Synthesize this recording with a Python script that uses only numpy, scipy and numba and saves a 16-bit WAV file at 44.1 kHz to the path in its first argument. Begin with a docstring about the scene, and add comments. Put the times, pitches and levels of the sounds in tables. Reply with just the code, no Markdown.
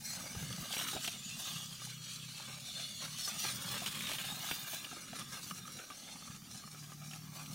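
"""A small electric toy car drives over a lawn, ploughs through dry leaves close by and runs off over bare earth.
Its motor is a repeating clatter of gear teeth; its tyres swish and crackle as streams of tiny random impacts.
Bumps shake or strike the resonances of its plastic shell, and short bursts of noise make leaves snap.
Behind it, filtered noise gives road rumble, the hiss of the garden and puffs of wind on the microphone;
a few related low tones give a distant engine."""
import sys
import numpy as np
from scipy import signal
from scipy.fft import rfft, irfft
from scipy.io import wavfile
from scipy.ndimage import uniform_filter1d
from numba import njit

SR = 44100
rng = np.random.default_rng(int(sys.argv[2]) if len(sys.argv) > 2 else 0)


def transcribe(signal):
    """Save signal, clipped to [-1, 1], as a 16-bit WAV file at the path in sys.argv[1]."""
    frames = np.atleast_2d(signal).T
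    limited = np.clip(frames, -1, 1)
    pcm = np.round(limited * 32767).astype(np.int16)
    wavfile.write(sys.argv[1], SR, pcm)


N = 332778
TIME = np.arange(N) / SR

# Background
# distant traffic, before a fixed lift: time_s, level_db
TRAFFIC = [(0, -60), (.6, -59), (1.05, -61), (1.2, -58), (2.9, -59.5), (3.85, -56), (4.33, -58.5),
           (4.5, -63), (5.0, -65.5), (5.2, -57), (5.4, -61.5), (5.77, -60), (5.85, -71), (6.15, -64),
           (6.3, -58.5), (6.55, -60), (6.72, -58), (7.55, -55.5)]
# one engine standing out of the traffic: time_s, firing_rate_hz, level_relative_to_road_db
ENGINE = [(0, 38.87, -25), (1.3, 33.25, -10), (1.7, 31.5, 3.5), (2.1, 31.26, 4.5), (2.45, 32.53, 4.5),
          (2.8, 33.5, -4), (3.6, 43.76, -12), (4.2, 35.93, -11), (5.5, 45.93, -8), (6.55, 38.6, -27),
          (6.7, 37.75, 7), (7.55, 38.26, 2.5)]
# resonance of the exhaust pipe: pitch_hz, gain_db
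EXHAUST = [(95, -17.5), (125, 6), (152, 8), (165, 2.5), (195, -6), (240, -25)]
# tone of the road noise, and of the hiss of the garden: pitch_hz, relative_level_db
RUMBLE = [(20, -21), (45, -24), (72, -14), (100, -5.5), (150, 0.5), (200, -1), (250, -5.5), (320, -28),
          (450, -24), (1000, -93)]
AIR = [(50, 10.5), (300, 3.5), (460, -3), (730, -6), (950, -17), (1250, -20), (1900, 6.5), (3000, -17),
       (5800, 10), (9500, -5), (12000, 4), (14000, 6), (16000, 3)]
# tone of the wind: pitch_hz, relative_level_db
EDDIES = [(20, -29), (50, -10), (90, -5.0), (160, 5), (400, -21.0)]
# puffs of wind on the microphone: middle_s, spread_s, level_db
PUFFS = [(0.24, 0.12, -53), (0.414, 0.037, -49), (0.615, 0.017, -45.5), (0.965, .012, -60)]

# The car and the ground
# the car's path: time_s, distance_from_microphone_m
PATH = [(0, 3.27), (.9, 2.78), (1.5, 3.4), (2.3, 4.2), (3.0, 2.74), (3.6, 2.03), (4.3, 3.1), (4.8, 2.84),
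        (5.3, 3.86), (6.2, 4.4), (7.55, 5.37)]
# unevenness of the ground under the wheels: time_s, rattle_level_at_1_m_db (before a small lift)
GROUND = [(0, -55), (.6, -48), (1.05, -52), (1.15, -51.5), (1.35, -55.5), (1.5, -46), (1.72, -54),
          (1.88, -47), (2.2, -49), (2.5, -49.5), (2.9, -53), (3.7, -48.5), (4.38, -43.5), (4.6, -43.5),
          (5.05, -47.5), (5.27, -46.5), (5.5, -48), (6.4, -50), (7.55, -47.5)]
# jolts that set the shell rattling: start_s, length_s, rattle_level_at_1_m_db (before a small lift)
JOLTS = [(.15, 0.17, -48), (.345, 0.16, -48.5), (.62, 0.19, -44), (.77, 0.1, -38), (.87, 0.1, -43.5),
         (1.41, 0.061, -48), (1.81, 0.076, -53), (2.34, 0.14, -50), (3.0, 0.088, -49), (3.25, 0.049, -49),
         (3.42, 0.17, -45), (3.69, .11, -45.5), (3.81, 0.16, -41.5), (3.99, 0.24, -40), (4.515, 0.024, -44),
         (4.9, 0.038, -41), (5.13, 0.066, -45), (5.655, 0.053, -39), (5.78, 0.072, -44), (6.03, 0.071, -50),
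         (6.21, 0.096, -63), (6.72, 0.032, -44.5), (7.35, 0.062, -40)]
# hops, when the wheels go light and the rolling sounds drop: middle_s, spread_s
HOPS = [(2.003, 0.032), (3.592, 0.02), (4.385, 0.019), (4.882, 0.012), (5.259, 0.022), (6.4, 0.031),
        (6.983, 0.048), (7.283, 0.028)]
HOP_DB = -3  # change in the middle of a hop
# tufts and leaf litter that the tyres plough through: start_s, length_s, swish_level_at_1_m_db (before trims)
TUFTS = [(0.015, 0.14, -35), (0.172, 0.45, -43.5), (0.7, 0.056, -36), (0.761, 0.077, -36),
         (0.858, 0.094, -35.5), (0.999, 0.1, -38.5), (1.363, 0.2, -38), (1.599, 0.29, -44),
         (1.799, 0.11, -36), (1.898, 0.039, -41), (2.059, 0.099, -40), (2.322, 0.1, -41),
         (2.999, 0.166, -48), (3.167, 0.14, -35), (3.37, 0.14, -37), (3.546, 0.065, -47),
         (3.685, 0.3, -46.5), (3.981, 0.19, -46), (4.201, .16, -45), (4.404, 0.21, -45),
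         (4.693, 0.073, -40), (4.761, 0.044, -44.5), (4.903, 0.031, -39), (4.994, 0.025, -39),
         (5.134, 0.098, -39), (5.296, 0.084, -39), (5.401, 0.19, -39.5), (5.643, 0.13, -39),
         (5.969, 0.26, -43), (6.494, 0.085, -38), (6.625, 0.11, -38.5), (6.872, 0.047, -45),
         (7.015, 0.14, -40), (7.335, 0.086, -37.5), (7.499, 0.11, -40)]
# patches of dry leaves crushed under the wheels: start_s, length_s, crunch_level_at_1_m_db
LITTER = [(.34, 0.071, -50), (.5, 0.052, -43), (.69, 0.1, -34), (.78, 0.051, -38.5), (.86, 0.25, -48),
          (3.27, 0.066, -42.5), (3.42, 0.09, -45), (3.72, 0.27, -37.5), (3.99, 0.08, -43),
          (4.07, 0.094, -35.5), (4.16, 0.234, -42), (4.44, 0.19, -43.5), (4.69, 0.052, -36),
          (5.13, 0.12, -47), (6.73, 0.023, -45)]
# times to enter and leave a tuft or patch, and for a jolt to start and die away
TUFT_ATTACK_S, TUFT_RELEASE_S, JOLT_ATTACK_S, JOLT_RELEASE_S = .028, .016, .018, .014
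ROLL_DB = -41  # swish of steady rolling at 1 m, before trims
# the wheels bounce and grip unevenly, and judder faster: rate a second and swing of the level
BOUNCE_RATE, BOUNCE_DB, JUDDER_RATE, JUDDER_DB = 16, .7, 55, 1.0
# the car reaches bare earth around this time; hard earth makes tyres drum and chassis buzz (levels at 1 m)
BARE_EARTH_S, EARTH_DRUM_DB, EARTH_BUZZ_DB = 4.89, -55, -62
# chassis buzz relative to the ground's unevenness, and drumming relative to the rattle
BUZZ_SHARE_DB, DRUM_SHARE_DB = -8, -15

# Single blows
# dull thumps on the turf: start_s, peak_db, pitch_hz
THUMPS = [(.36, -38, 97), (0.379, -45, 84), (0.422, -38, 147), (0.504, -41.5, 114.6), (0.539, -46, 173),
          (0.579, -39.5, 165), (3.862, -44, 190.6), (5.512, -42, 176.8)]
THUMP_RISE_S = .01  # from the start of a thump to its fullest swell
# wheels and shell hitting the ground: start_s, peak_db, pitch_hz, low_thud_relative_to_clack_db
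KNOCKS = [(0.206, -40.5, 1160, -14), (0.24, -39, 555, 1), (.257, -38.5, 606, -10), (0.348, -37.5, 1220, 1),
          (.361, -46, 776, -12), (0.426, -40, 1370, 5), (0.505, -39.5, 1220, 2), (0.581, -44, 692, 5),
          (.654, -42, 668, -7), (.705, -39, 770, -25), (0.736, -38, 750, -12), (0.766, -38, 710, 4),
          (0.81, -37.5, 660, -9), (.837, -47, 1340, 4), (0.931, -37, 770, -1), (0.949, -37.5, 745, 11),
          (0.958, -35, 596, -14), (0.964, -31.5, 760, 0), (0.973, -37, 680, -18), (1.077, -35.5, 684, -1.5),
          (1.453, -44, 1270, -16), (1.818, -42.5, 1200, -15), (1.871, -48, 820, -14),
          (2.398, -42.5, 801, -6), (2.498, -45, 781, -1), (3.052, -40.5, 1346, -19),
          (3.276, -36, 1182, -10), (3.448, -33.5, 750, 0.5), (3.819, -38, 715, -8), (3.834, -46, 638, -9),
          (3.868, -42, 891, -10), (4.095, -36.5, 940, -17), (4.112, -40, 600, -2), (4.139, -40, 820, -6),
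          (4.242, -42, 740, 6), (4.315, -41.5, 821, -18), (4.511, -30, 1450, 0), (4.732, -36, 683.4, -5),
          (4.913, -40, 1270, -9), (4.928, -37, 710, 1), (4.968, -38, 1190, -1), (5.131, -36.5, 640, -15),
          (5.164, -58, 777, 4), (5.212, -42, 1221, -13), (5.371, -41, 1208, -17), (5.51, -30.5, 1200, -14),
          (5.653, -43, 1179, -17), (5.677, -41, 1220, -20), (5.902, -38.5, 1160, -13),
          (6.222, -44, 1231, -20), (6.637, -44, 1190, -11), (6.676, -44, 1160, -12), (6.746, -44, 1304, -8),
          (6.919, -40.5, 1174, -12)]
# dry leaves and stalks snapping: start_s, peak_db (before a small lift), pitch_hz
SNAPS = [(.7153, -33, 3610), (.7387, -31, 3030), (0.7663, -31.5, 2430), (0.798, -29, 3700),
         (.811, -35, 1800), (0.8825, -29, 2870), (0.916, -34, 4200), (0.933, -35, 3100),
         (1.044, -27.5, 2820), (1.063, -32, 3380), (1.0755, -26.5, 2960), (3.74, -36, 1567),
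         (3.8606, -25.5, 2900), (3.878, -34, 3120), (3.9442, -36, 3190), (4.0067, -27.5, 2515),
         (4.0686, -27.5, 2816), (4.089, -37, 3600), (4.1096, -33, 3500), (4.1156, -26.5, 2530),
         (4.1333, -28, 3450), (4.146, -37, 3300), (4.1837, -30.5, 2970), (4.2786, -43, 2810),
         (4.512, -24.5, 2650), (4.8449, -30.5, 3000), (5.2095, -40, 2847), (5.789, -36, 2700),
         (7.1117, -40, 2850), (7.1335, -37, 2560), (7.459, -41, 2910)]

# Materials and tone
# resonances of the plastic shell, of the gearbox and of dry leaves: pitch_hz, width_hz, gain_db
SHELL = [(587, 93, -3), (702, 120, -8), (804, 170, -2), (1190, 203, 0), (1553, 185, -5.5), (2080, 67, -7),
         (2305, 170, -4), (2780, 210, -4.5)]
GEARBOX = [(2910, 210, 3), (3670, 420, -11.5), (3563, 380, 6), (4170, 330, -1.5), (5540, 550, -15),
           (6680, 2000, -8.5)]
LEAF = [(1550, 500, 3), (2670, 320, 10.0), (3010, 1050, 9), (4150, 1500, -3), (7840, 2900, 0.0)]
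# tone of the swish, and of its finest treble: pitch_hz, relative_level_db
GRASS = [(400, -51), (1500, 1.5), (2800, -3.5), (4200, 7), (5000, 5.5), (5800, 9), (7000, 5), (7800, -0.5),
         (8800, 4.5), (10000, -0.5), (11000, -0.5), (12000, -15.5), (16000, -20)]
SIZZLE = [(7000, -26), (8800, -7), (9300, -16), (10900, -7), (12400, -12), (13600, 3), (16000, -3)]
# level of that finest treble: time_s, sizzle_relative_to_swish_db
BRIGHTNESS = [(0, -7), (.4, -21), (.8, -3.5), (1.25, -18), (1.5, -7), (2.2, -22), (2.9, -20), (3.3, -8.5),
              (3.8, -6), (4.7, 0.5), (5.05, -23), (5.5, -7), (6.1, -29), (7.55, -7)]
# tone of the shell, and the filter that picks out its low modes: pitch_hz, gain_db
SHELL_TONE = [(100, -18), (330, -1), (460, -5), (700, 0), (2800, 0), (6000, -12)]
SHELL_LOW = [(900, 0), (1200, -40)]
# tone of the whirr, and of the teeth under load: pitch_hz, gain_db
WHIRR_TONE = [(1000, -12.5), (2600, -7.5), (7500, -7.0), (12000, -6.5)]
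KEEN_TONE = [(2500, -37.0), (4500, -2.0), (6500, -1.5), (10500, -1.0)]
# sound at the sides: pitch_hz, side_gain_db
WIDTH = [(30, -13), (90, -21), (180, -22), (300, -11), (1000, -14.5), (3300, -14), (4500, -21),
         (6000, -36), (13000, -50)]

# The motor
# speed of the motor before the grass brakes it: time_s, turns_per_second_hz
SPEED = [(0, 574.6), (1.4, 564.7), (2.2, 586.5), (2.85, 600), (3.15, 620), (3.3, 560), (3.52, 520),
         (3.7, 585), (4.1, 618), (5.5, 607.8), (7.55, 586.5)]
# strength of the motor's whirr: time_s, whirr_level_at_1_m_db
WHIRR = [(0, -60), (.4, -47.5), (.75, -39.5), (1.0, -43), (1.35, -42), (1.47, -35.5), (1.72, -41.5),
         (2.3, -40), (2.85, -43), (3.45, -40.5), (3.58, -45), (3.85, -39), (4.7, -39), (5.05, -48),
         (5.35, -44), (5.7, -52), (6.1, -43.5), (6.6, -52.5)]
# moments when the gears sing out: start_s, length_s, start_pitch_hz, end_pitch_hz, level_db
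WHINES = [(1.149, 0.16, 7300, 6800, -52), (1.14, .1, 3600, 3150, -57), (1.285, 0.097, 2656, 2820, -54),
          (1.42, 0.24, 2768, 2870, -57), (1.41, .09, 3550, 3900, -52.5), (1.985, 0.14, 4100, 4345, -59),
          (2.62, 0.44, 3560, 3450, -55.5), (2.7, 0.2, 4180, 4380, -55), (2.92, 0.13, 4200, 4420, -55),
          (2.88, .16, 6400, 7000, -58), (3.17, 0.15, 5900, 4750, -49.5), (3.39, .15, 4700, 3800, -49.5),
          (4.29, 0.1, 3720, 3820, -52.5), (4.54, .26, 3620, 3594, -55)]
# most that thick grass can take of the motor's speed (share), and the tuft level at 1 m that takes half of it
SAG, SAG_AT_DB = .05, -36.5

TOP_HZ = 15800  # the recorder's upper limit


def undb(db):
    """Turn decibels into a gain."""
    return np.exp(np.asarray(db) * np.log(10) / 20)


def unit(x):
    """Scale a sound to an average (rms) level of 1."""
    return x / np.sqrt(np.mean(x ** 2))


def curves(table):
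    """Join the points of a time table by straight lines, one curve a column."""
    s, *columns = np.transpose(table)
    return [np.interp(TIME, s, column) for column in columns]


def walk(rate):
    """Wander at random between new values, rate of them a second, with a spread near 1."""
    knots = rng.standard_normal(4096)
    return 1.2 * np.interp(TIME * rate, np.arange(len(knots)), knots)


def colour(x, spectrum):
    """Make each pitch louder or softer by a table of (pitch_hz, gain_db)."""
    hz, db = np.transpose(spectrum)
    bins = np.maximum(np.arange(N // 2 + 1) * SR / N, 1)
    gain = undb(np.interp(np.log(bins), np.log(hz), db))
    return irfft(rfft(x) * gain, N)


def band(x, hz, width):
    """Pass a sound through one resonance, with gain 1 at its centre."""
    b, a = signal.iirpeak(min(hz, SR / 2 - 1), hz / width, fs=SR)
    return signal.lfilter(b, a, x)


def ring(x, modes):
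    """Drive all the fixed resonances of a body."""
    return sum(undb(db) * band(x, hz, width) for hz, width, db in modes)


@njit
def sweep(x, hz, width):
    """Pass a sound through one resonance whose centre moves from sample to sample."""
    y, b, low = np.empty(len(x)), 0., 0.
    for i in range(len(x)):
        g, k = np.tan(np.pi * hz[i] / SR), width / hz[i]
        v = (b + g * (x[i] - low)) / (1 + g * (g + k))
        b, low, y[i] = 2 * v - b, low + 2 * g * v, k * v
    return y


def flex(x, modes, drift, flicker_db):
    """Drive a flexing body: each resonance shifts in pitch and swells on its own."""
    out = np.zeros(N)
    for hz, width, db in modes:
        gain = undb(db + flicker_db * walk(22))
        moving_hz = hz * (1 + drift * walk(25))
        out += gain * sweep(x, moving_hz, float(width))
    return out


def grains(rate, spread_db):
    """Scatter tiny impacts at random, rate a second, of widely differing size."""
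    chance, size, sign = rng.random(N), rng.standard_normal(N), rng.choice([-1, 1], N)
    return unit((chance < rate / SR) * sign * undb(spread_db * np.clip(size, -2, 2)))


def burst(decay_s, tail_db, tail_s):
    """Make noise for a sharp contact followed by a weaker scrape."""
    t = TIME[:SR // 8]
    return rng.standard_normal(len(t)) * (np.exp(-t / decay_s) + undb(tail_db) * np.exp(-t / tail_s))


def add(track, s, sound, db):
    """Place a sound on the track with the given peak level."""
    start = int(np.clip(s * SR, 0, N - 1))
    track[start:start + len(sound)] += (sound * undb(db) / np.abs(sound).max())[:N - start]


def swells(events, attack_s, release_s):
    """Add up the power of (start_s, length_s, level_db) events that each rise, hold and die away."""
    power = np.zeros(N)
    for s, length_s, db in events:
        span = slice(max(int(s * SR), 0), int((s + length_s + .5) * SR))
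        age = TIME[span] - s
        rise = np.clip(age / attack_s, 0, 1)
        fall = np.exp(-np.maximum(age - length_s, 0) / release_s)
        power[span] += (undb(db) * rise * fall) ** 2
    return power


def scatter(x):
    """Short reflections from the ground and the hedge: many random echoes that die away fast."""
    t = TIME[:SR // 6]
    echo = rng.standard_normal(len(t)) * np.exp(-t / .025)
    return signal.fftconvolve(x, echo / np.linalg.norm(echo))[:N]


def flutter(x, spread=0.194, quiver=0.0095, count=6):
    """Sound also comes by short paths that stretch as the car pitches; mixing them thins and lifts pitches."""
    pad = SR // 50
    # eight times finer steps, so the delays can glide smoothly
    fine = np.concatenate([np.zeros(8 * pad), signal.resample_poly(x, 8, 1)])
    now = np.arange(N) + pad
    out = x.copy()
    for path_s in np.linspace(.0006, .0032, count):
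        lag = path_s * np.exp(spread * walk(1.6) + quiver * walk(22))
        sign = rng.choice([-1, 1])
        out += sign * fine[(8 * (now - SR * np.minimum(lag, .01))).astype(int)]
    # the paths share out the power without adding any
    before, after = (uniform_filter1d(v ** 2, size=SR // 25) + 1e-16 for v in (x, out))
    return out * np.sqrt(before / after)


def air():
    """The hiss of the garden: coloured noise whose level drifts slightly."""
    return undb(-61) * unit(colour(rng.standard_normal(N), AIR)) * undb(.8 * walk(3))


def wind():
    """Soft buffets on the microphone: low noise that swells with each puff."""
    eddies = unit(colour(rng.standard_normal(N), EDDIES))
    puffs = sum(undb(db) * np.exp(-((TIME - s) / spread_s) ** 2 / 2) for s, spread_s, db in PUFFS)
    return eddies * puffs


def traffic():
    """Far road noise with only its bass left; one engine throbs through it, its pipe favouring some partials."""
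    (level_db,), (firing_hz, engine_db) = curves(TRAFFIC), curves(ENGINE)
    phase = 2 * np.pi * np.cumsum(firing_hz * (1 + 0.014 * walk(12))) / SR
    pipe_hz, pipe_db = np.transpose(EXHAUST)
    engine = np.zeros(N)
    for k in range(3, 8):  # multiples of the firing rate
        partial_db = np.interp(k * firing_hz, pipe_hz, pipe_db) + 2.2 * walk(11)
        engine += undb(partial_db) * np.cos(k * phase)
    engine = unit(engine)
    throb = 1 + 0.43 * np.cos(phase)
    road = unit(colour(rng.standard_normal(N) * throb * undb(2 * walk(30)), RUMBLE))
    share = undb(engine_db)
    return undb(level_db + 4.5) * (road + share * engine) / np.sqrt(1 + share ** 2)


def nearness():
    """Sound weakens as one over the distance of the car."""
    metres, = curves(PATH)
    return 1 / np.maximum(metres, .5)


def heard_db(power):
    """Level at the microphone of a power given at 1 m."""
    return 10 * np.log10(power * nearness() ** 2)


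def tuft_power():
    """Swish power at 1 m of the tufts that the tyres are in."""
    return swells(TUFTS, TUFT_ATTACK_S, TUFT_RELEASE_S)


def brushing():
    """Level of the swish: steady rolling, and a surge in each tuft."""
    return heard_db(undb(ROLL_DB) ** 2 + tuft_power())


def shaking():
    """Level of the rattle: uneven ground keeps it going and each jolt stirs it up."""
    ground_db, = curves(GROUND)
    return heard_db(undb(ground_db) ** 2 + swells(JOLTS, JOLT_ATTACK_S, JOLT_RELEASE_S))


def bounce():
    """Gain of all rolling sounds as the wheels press harder and lighter on the ground, or hop off it."""
    airborne = sum(np.exp(-((TIME - s) / spread_s) ** 2) for s, spread_s in HOPS)
    return undb(BOUNCE_DB * walk(BOUNCE_RATE) + JUDDER_DB * walk(JUDDER_RATE) + HOP_DB * airborne)


def braking():
    """Share of its free speed that the motor keeps in the grass; its inertia smooths the changes."""
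    drag = uniform_filter1d(tuft_power(), size=SR // 8)
    return 1 - SAG * drag / (drag + undb(SAG_AT_DB) ** 2)


def thumps():
    """The soft ground takes a blow with a few low cycles."""
    track, t = np.zeros(N), TIME[:SR // 8]
    for s, db, hz in THUMPS:
        swell = (t / THUMP_RISE_S) ** 2 * np.exp(-2 * t / THUMP_RISE_S)
        add(track, s, swell * np.sin(2 * np.pi * (hz * t + rng.random())), db)
    return track


def knocks():
    """Hard landings clack the shell's resonances while the soft tyres thud."""
    track = np.zeros(N)
    for s, db, hz, thud_db in KNOCKS:
        blow = burst(.0035, -15, .014)
        pitched = unit(band(band(blow, hz, 93), hz, 310))
        clack = unit(unit(ring(blow, SHELL)) + pitched)
        thud = unit(band(band(blow, 220, 490), 190, 830))
        add(track, s, clack + undb(thud_db) * thud, db)
    return track


def leaves():
    """A dry leaf breaks with one short crack and a few crumbs."""
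    track, t = np.zeros(N), TIME[:SR // 8]
    for s, db, hz in SNAPS:
        crumbs = (rng.random(len(t)) < 1500 / SR) * rng.standard_normal(len(t)) * np.exp(-t / .006)
        crack = burst(0.0014, -17, 0.008) + 1.6 * crumbs
        # the leaf bends for a moment before it gives
        crack = crack * (1 - np.exp(-t / 0.0016))
        add(track, s, band(crack, hz, 530) + undb(-22.5) * crack, db + 0.5)
    return track


def crunch():
    """Dry leaves crackle densely under the treads in each patch: tiny snaps ring resonances that keep shifting."""
    snaps = flutter(grains(400, 4.5), spread=.1, quiver=.01, count=3) * undb(2 * walk(110))
    crushed = unit(flex(snaps, LEAF, drift=.07, flicker_db=2.5))
    return np.sqrt(swells(LITTER, TUFT_ATTACK_S, TUFT_RELEASE_S)) * nearness() * crushed


def rattle(bumps_db):
    """The loose shell chatters on uneven ground, the chassis buzzes and the hollow tyres drum."""
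    earth = np.clip((TIME - BARE_EARTH_S) / .5 + .5, 0, 1)  # half a second to roll onto it
    ground_db, = curves(GROUND)
    buzz_gain = np.hypot(undb(ground_db + BUZZ_SHARE_DB), earth * undb(EARTH_BUZZ_DB)) * nearness()
    drum_gain = np.hypot(earth * undb(EARTH_DRUM_DB) * nearness(), undb(bumps_db + DRUM_SHARE_DB))

    taps = grains(380, 3.6) + undb(-4) * grains(3000, 3)
    taps = flutter(taps * undb(2.2 * walk(60) + 1.2 * walk(20)), count=4)
    panels = unit(flex(taps, SHELL, drift=.03, flicker_db=1.5))
    body = panels + undb(-15.5) * unit(band(taps, 290, 230))
    shell = unit(colour(body, SHELL_TONE))
    # the springs soak up heavy shaking, so the shell's low modes grow less than the rest
    boom = colour(shell, SHELL_LOW)
    shell = shell - boom * (1 - undb(-.7 * np.maximum(bumps_db + 53, 0)))

    chassis = flex(grains(350, 3.5), [(1225, 170, 0)], drift=.02, flicker_db=2)
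    buzz = unit(band(chassis, 1230, 400))
    drum = unit(band(band(grains(900, 3.5), 265, 110), 263, 155)) * undb(2.5 * walk(30))
    return undb(bumps_db + 1.0) * shell + buzz_gain * buzz + drum_gain * drum


def tyres(swish_db):
    """Blades of grass flick past the treads in clumps; dry bits crackle among them."""
    bright_db, = curves(BRIGHTNESS)
    blades = grains(14000, 3) * undb(1.7 * walk(60))
    crackle = undb(-6) * grains(260, 4.2) * undb(2 * walk(30))
    contact = flutter(blades, spread=.08, quiver=.008, count=5) + crackle
    swish = undb(-2.0) * unit(colour(contact, GRASS))
    sizzle = undb(bright_db + 1.2 * walk(25)) * unit(colour(contact, SIZZLE))
    return undb(swish_db) * (swish + sizzle)


def whines():
    """The gears sing out for a moment, each whine gliding from one pitch to another."""
    track = np.zeros(N)
    wobble = 1 + .018 * walk(60) + .018 * walk(520)
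    rough = undb(3.5 * walk(90))
    for s, length_s, start_hz, end_hz, db in WHINES:
        progress = (TIME - s) / length_s
        on = (progress > 0) & (progress < 1)
        hz = (start_hz + (end_hz - start_hz) * progress[on]) * wobble[on]
        swell = np.sqrt(2 * np.sin(np.pi * progress[on]))
        track[on] += undb(db) * swell * rough[on] * np.sin(2 * np.pi * np.cumsum(hz) / SR)
    return track


def motor(swish_db):
    """Every turn of the motor repeats an uneven clatter of teeth, which rings the gearbox."""
    (turn_hz,), (level_db,) = curves(SPEED), curves(WHIRR)
    whirr_db = heard_db(undb(level_db) ** 2)
    # the grass tugs at the wheels, so the speed never holds still
    tug = 1 + .016 * walk(12) + .016 * walk(50)
    turns = np.cumsum(turn_hz * braking() * tug) / SR
    # play between the teeth smears each partial and makes it flicker
    clatter = np.zeros(N)
    for k in np.arange(4, 18, .5):  # cycles per turn
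        clatter += undb(4 * walk(45)) * np.cos(2 * np.pi * k * turns + 1.3 * walk(130))
    clatter = unit(clatter)
    rasp = unit(rng.standard_normal(N) * (1 + 1.2 * np.cos(2 * np.pi * turns)))
    teeth = undb(-5) * clatter + rasp
    housing = flex(teeth, GEARBOX, drift=.018, flicker_db=2)
    whirr = unit(colour(housing, WHIRR_TONE))
    # thick grass loads the teeth, and their upper partials rise with its swish
    keen = unit(colour(clatter, KEEN_TONE))
    return undb(whirr_db) * whirr + undb(swish_db - 11.5) * keen


def scene():
    """The car stays straight ahead; its reflections, the traffic and the air give a little width."""
    swish_db, bumps_db = brushing(), shaking()
    drive = flutter(motor(swish_db), spread=.07, quiver=.02, count=4)
    treads = flutter(tyres(swish_db), spread=.12, quiver=.009, count=6)
    rolling = drive + treads + whines() + rattle(bumps_db) + crunch()
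    car = bounce() * rolling + knocks() + thumps() + leaves()
    mid = car + undb(-19.0) * scatter(car) + traffic() + air() + wind()
    # fresh random draws make the sides differ from the middle
    side = colour(scatter(car) + traffic() + air(), WIDTH)
    return np.array([mid + side, mid - side])


def record(dry):
    """The recorder cuts the top steeply."""
    return signal.sosfilt(signal.ellip(12, .1, 80, TOP_HZ, fs=SR, output="sos"), dry)


dry = scene()
out = record(dry)
transcribe(out)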